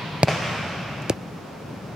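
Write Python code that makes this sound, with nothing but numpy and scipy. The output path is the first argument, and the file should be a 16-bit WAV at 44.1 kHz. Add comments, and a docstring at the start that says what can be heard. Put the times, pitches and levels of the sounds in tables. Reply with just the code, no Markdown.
"""A served volleyball lands close by in a big steel-clad sports hall: a hard slap and a hollow thump.
The impact excites damped modes and squashes the ball; reflections from walls and roof merge into a long
reverberant wash, over the fading ring of the serve, a steady ventilation rumble and two faint ticks.
The ball knocks against something nearby; just after, the hall's ring is cut off and only rumble stays."""
import sys
import numpy as np
from scipy import signal
from scipy.fft import rfft, irfft, next_fast_len
from scipy.io import wavfile

SR = 44100
rng = np.random.default_rng(int(sys.argv[2]) if len(sys.argv) > 2 else 0)


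def generate_wav(signal):
    """Clip the signal to [-1, 1] and save it as 16-bit WAV at the path in sys.argv[1]."""
    frames = np.transpose(np.atleast_2d(signal))
    scaled = np.clip(frames, -1, 1) * 32767
    pcm = np.round(scaled).astype(np.int16)
    wavfile.write(sys.argv[1], SR, pcm)


N = 85995
TIME = np.arange(N) / SR
EARS = np.array([[1], [-1]])   # left, right
LANDING_S, KNOCK_S, CUT_S = .2314, 1.0972, 1.137


def from_db(db):
    """Amplitude ratio of a level."""
    return 10 ** (np.asarray(db) / 20)

def at_hz(points, hz):
    """Interpolation on a log-frequency axis."""
    f, value = np.transpose(points)
    return np.interp(np.log(np.maximum(hz, 1)), np.log(f), value)

def swell(start, rise, t60):
    """Smooth onset, then exponential decay of 60 dB in t60 seconds."""
    t = np.maximum(TIME - start, 0)
    return (1 - np.exp(-(t / rise) ** 2)) * np.exp(-np.log(1000) * t / t60)

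def delayed(x, s):
    """A delay of s seconds is a phase shift proportional to frequency."""
    size = next_fast_len(2 * N)
    hz = np.fft.rfftfreq(size, 1 / SR)
    return irfft(rfft(x, size) * np.exp(-2j * np.pi * s * hz), size)[:N]

def cut(x, hz, kind, order):
    """Maximally flat low-pass or high-pass filter."""
    return signal.sosfilt(signal.butter(order, hz, kind, fs=SR, output="sos"), x + 1e-18)

# Interaural level difference: (frequency [Hz], left minus right [dB])
BALANCE = [(60, .5), (200, 1.9), (380, 1.1), (700, -1), (1300, -1), (4000, 0), (15000, -.3)]
def pan(hz):
    """Each ear takes half of the level difference."""
    return from_db(EARS * at_hz(BALANCE, hz) / 2)

# Width of the hall's sound field: (frequency [Hz], side minus mid [dB])
HALL_WIDTH = [(60, -21), (120, -24), (220, -16), (400, -9), (700, -13), (2200, -10), (4400, -5.5),
              (8000, -1.5), (11000, 7.5), (15000, 5)]
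def noise(spectrum, width=HALL_WIDTH):
    """A diffuse field: noise only partly coherent between the ears."""
    size = next_fast_len(N)
    hz = np.fft.rfftfreq(size, 1 / SR)
    mid, side = rfft(rng.standard_normal((2, size)))
    spread = from_db(at_hz(width, hz))
    pair = (mid + EARS * spread * side) / np.sqrt(1 + spread ** 2)
    return irfft(pair * from_db(at_hz(spectrum, hz)) * pan(hz), size)[:, :N] * np.sqrt(SR / 2)

def burst(spectrum, start, db, t60):
    """A noise transient: the spectrum sets its colour, db its level."""
    x = noise(spectrum)
    return x / x.std() * from_db(db) * swell(start, .0001, t60)

# Reverberation time: (frequency [Hz], T60 [s])
HALL_T60 = [(60, 2.7), (130, 3.13), (500, 3), (1000, 3.33), (2500, 3.62), (5000, 2.66), (8000, 1.78),
            (11000, 1.3), (15000, .75)]
def reverberation(spectrum, start, rise, ripple_db=2.5, ripple_width_hz=16):
    """Each band decays at its own rate; the steel walls favour many narrow pitches."""
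    size = next_fast_len(N)
    hz = np.fft.rfftfreq(size, 1 / SR)
    ripple = np.interp(hz / ripple_width_hz, np.arange(6000), rng.standard_normal(6000))
    panels = from_db(ripple_db * np.minimum(hz / 500, 1) * ripple)   # full depth above 500 Hz
    bins = rfft(noise(spectrum), size) * panels / np.sqrt(np.mean(panels ** 2))
    band = at_hz([(f, k) for k, (f, _) in enumerate(HALL_T60)], hz)
    return sum(irfft(bins * np.maximum(1 - abs(band - k), 0), size)[:, :N] * swell(start, rise, t60)
               for k, (_, t60) in enumerate(HALL_T60))

# Ring of the serve: (frequency [Hz], density [dB/Hz])
SERVE = [(60, -77), (130, -59), (300, -71.5), (650, -68.5), (820, -71.5), (950, -62.5), (1150, -69),
         (1800, -70.5), (2600, -69), (4200, -74.5), (5500, -84), (8000, -101), (15000, -115)]
def serve_ring():
    """Free decay of the serve's sound, already in the air."""
    return reverberation(SERVE, start=-.02, rise=.012)

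# Air noise: (frequency [Hz], density [dB/Hz])
RUMBLE = [(25, -80), (40, -77), (62, -70.5), (100, -63), (165, -57.5), (215, -64), (350, -68), (550, -69.5),
          (900, -74), (1300, -77.5), (2000, -83.5), (2350, -82.5), (3000, -87), (4000, -90.5), (5200, -91),
          (8000, -99.5), (12000, -102.5), (16000, -102)]
# Its width: (frequency [Hz], side minus mid [dB])
RUMBLE_WIDTH = [(60, -26), (120, -21.5), (220, -14.5), (400, -6.5), (1000, -7.5), (2400, -7.5), (8000, -2),
                (15000, 2)]
# Wavering of its bass: (time [s], gain [dB])
BASS_GAIN = [(0, 2), (1.1, 1), (1.32, 2), (1.47, -5.5), (1.62, -0.5), (1.68, 3), (1.95, -0.5)]
def ventilation(bass_below_hz=240):
    """Broadband air noise, slowly amplitude-modulated in the bass."""
    air = noise(RUMBLE, RUMBLE_WIDTH)
    bass = signal.sosfiltfilt(signal.butter(2, bass_below_hz, fs=SR, output="sos"), air)
    gain = from_db(np.interp(TIME, *np.transpose(BASS_GAIN)))
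    return air + bass * (gain - 1)

# Faint ticks: (time [s], level [dB])
TICKS = [(.199, -53), (1.0205, -41)]
# Their spectrum: (frequency [Hz], relative level [dB])
TICK_SPECTRUM = [(1000, -20), (3500, -3), (5500, 3), (9000, -3), (12000, -10), (16000, -14)]
def ticks():
    """Quickly damped bursts of bright noise."""
    return sum(burst(TICK_SPECTRUM, s, db, t60=.026) for s, db in TICKS)

# Interaural time difference: (frequency [Hz], lead of the right ear [s])
MODE_LEAD = [(350, 0.00021), (700, .00014), (2400, 0.00005), (15000, 0.000059)]
# Crack of the ball's skin: (frequency [Hz], relative level [dB])
CRACK = [(200, -5), (700, 0.5), (1500, -1), (2500, 2), (3400, -8), (5000, -5.5), (8000, -11),
         (12000, -16.5), (16000, -17)]
def impact(start, modes, contact):
    """Impulsive excitation: a click, damped modes, the skin's crack and its scattered tail."""
    click_db, click_top_hz, crack_db, crack_t60, scatter_db, lead = contact
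    click = from_db(click_db) * signal.unit_impulse(N, int(start * SR))
    click = cut(click, click_top_hz, "low", order=2)
    click = cut(click, 1290, "high", order=1)
    x = np.array([delayed(click, lead), click])
    for delay, hz, db, attack, t60 in modes:
        onset = start + delay
        ring = from_db(db) * np.sin(2 * np.pi * hz * (TIME - onset)) * swell(onset, attack, t60)
        x += pan(hz) * np.array([delayed(ring, at_hz(MODE_LEAD, hz)), ring])
    return x + burst(CRACK, start, crack_db, crack_t60) + burst(CRACK, start, scatter_db, t60=.091)

# Ball on floor: (delay [s], frequency [Hz], level [dB], attack [s], T60 [s])
LANDING_MODES = [(0, 647, -1.5, 0.000084, .015), (0, 786, -11.5, 0.000092, 0.019),
                 (0, 996, -16.5, .0001, 0.011), (.001, 388, -17, 0.0022, 0.03),
                 (.006, 290, -18, 0.00103, 0.0284), (0, 1470, -16, 0.00011, .006),
                 (0, 2387, -5, .0001, 0.0093), (0, 4680, -7, 0.000091, .008), (0, 6750, -18, 0.00009, .005),
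                 (0, 8260, -20, .0001, .005)]
# Contact: (click [dB], click top [Hz], crack [dB], crack T60 [s], scatter [dB], right-ear lead [s])
LANDING_CONTACT = (5, 7500, -14, .011, -27.5, .00007)
def landing(thump_hz=128, thump_db=-8.5, thump_s=.018):
    """Elastic collision: a slap, and a thump as the ball squashes faster than it springs back."""
    t = np.clip(TIME - LANDING_S, 0, thump_s)
    squash = np.sin(np.pi * (t / thump_s) ** .64) ** 1.24
    thump = -from_db(thump_db) * np.sin(2 * np.pi * thump_hz * t) * squash
    return impact(LANDING_S, LANDING_MODES, LANDING_CONTACT) + pan(thump_hz) * thump

# Distinct echoes of the landing: (time [s], gain [dB])
ECHOES = [(.2743, -13.5), (.2803, -14), (.2833, -4), (.2886, -6.5), (.2899, -20), (.3105, -14.5),
          (.3166, -12)]
# Early reflections, main wash and return from the far end: (frequency [Hz], density [dB/Hz])
EARLY = [(50, -95), (140, -61), (270, -69), (400, -50), (500, -60), (630, -47.5), (760, -52), (900, -63),
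         (1500, -60), (2200, -60), (3600, -74.5), (5300, -67), (8000, -75.5), (15000, -88)]
WASH = [(30, -92), (60, -64), (120, -46.5), (170, -53.5), (250, -61.5), (360, -64.5), (500, -60.5),
        (610, -55), (800, -59.5), (1400, -61), (1900, -64), (2500, -61), (3200, -67.5), (4000, -73.5),
        (5200, -70), (8000, -81.5), (11000, -87), (15000, -90)]
FAR_RETURN = [(60, -76), (130, -52), (300, -69), (600, -63.5), (1200, -66), (2500, -67), (4000, -77.5),
              (7000, -86), (11000, -92.5), (15000, -88)]
def hall_response(slap):
    """Multiple reflection: dull, delayed copies of the slap thicken into a diffuse field."""
    dull = cut(slap[1], 680, "high", order=1)
    dull = cut(dull, 2650, "low", order=2)
    echoes = sum(from_db(db) * delayed(dull, s - LANDING_S) for s, db in ECHOES)
    early = noise(EARLY) * swell(start=.272, rise=.012, t60=.3)
    wash = reverberation(WASH, start=.2654, rise=.02)
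    far_return = reverberation(FAR_RETURN, start=.398, rise=.04)
    return echoes + early + wash + far_return

# Ball on obstacle: (delay [s], frequency [Hz], level [dB], attack [s], T60 [s])
KNOCK_MODES = [(.0026, 348, -3.5, .001, .022), (.0028, 440, -13, .001, .015),
               (.003, 530, -8.5, .0016, .022), (.0035, 112, -13.5, .001, .06),
               (.0002, 2290, -18, .0001, .011), (.0002, 2650, -26, .0001, .01), (0, 930, -26, .0001, .02),
               (0, 14500, -19, .00003, .001)]
# Contact: (click [dB], click top [Hz], crack [dB], crack T60 [s], scatter [dB], right-ear lead [s])
KNOCK_CONTACT = (8.5, 10500, -26, .009, -32.5, .00004)
def knock():
    """A second collision, with one faint reflection from a surface close by."""
    return impact(KNOCK_S, KNOCK_MODES, KNOCK_CONTACT) + burst(CRACK, start=1.1105, db=-40, t60=.026)

def scene():
    """Superposition of the sources; all but the ventilation stop at CUT_S."""
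    slap = landing()
    events = slap + knock() + serve_ring() + ticks() + hall_response(slap)
    gate = np.clip(.5 + (CUT_S - TIME) / .01, 0, 1)   # 10 ms fade
    return events * gate + ventilation()

def record(dry, low_hz=66, top_hz=16800):
    """Band limiting and overload: the microphone drops deep bass, clips peaks and cuts the top."""
    clipped = np.clip(cut(dry, low_hz, "high", order=2), -1, 1)
    return signal.sosfiltfilt(signal.cheby2(12, 50, top_hz, fs=SR, output="sos"), clipped)


dry = scene()
out = record(dry)
generate_wav(out)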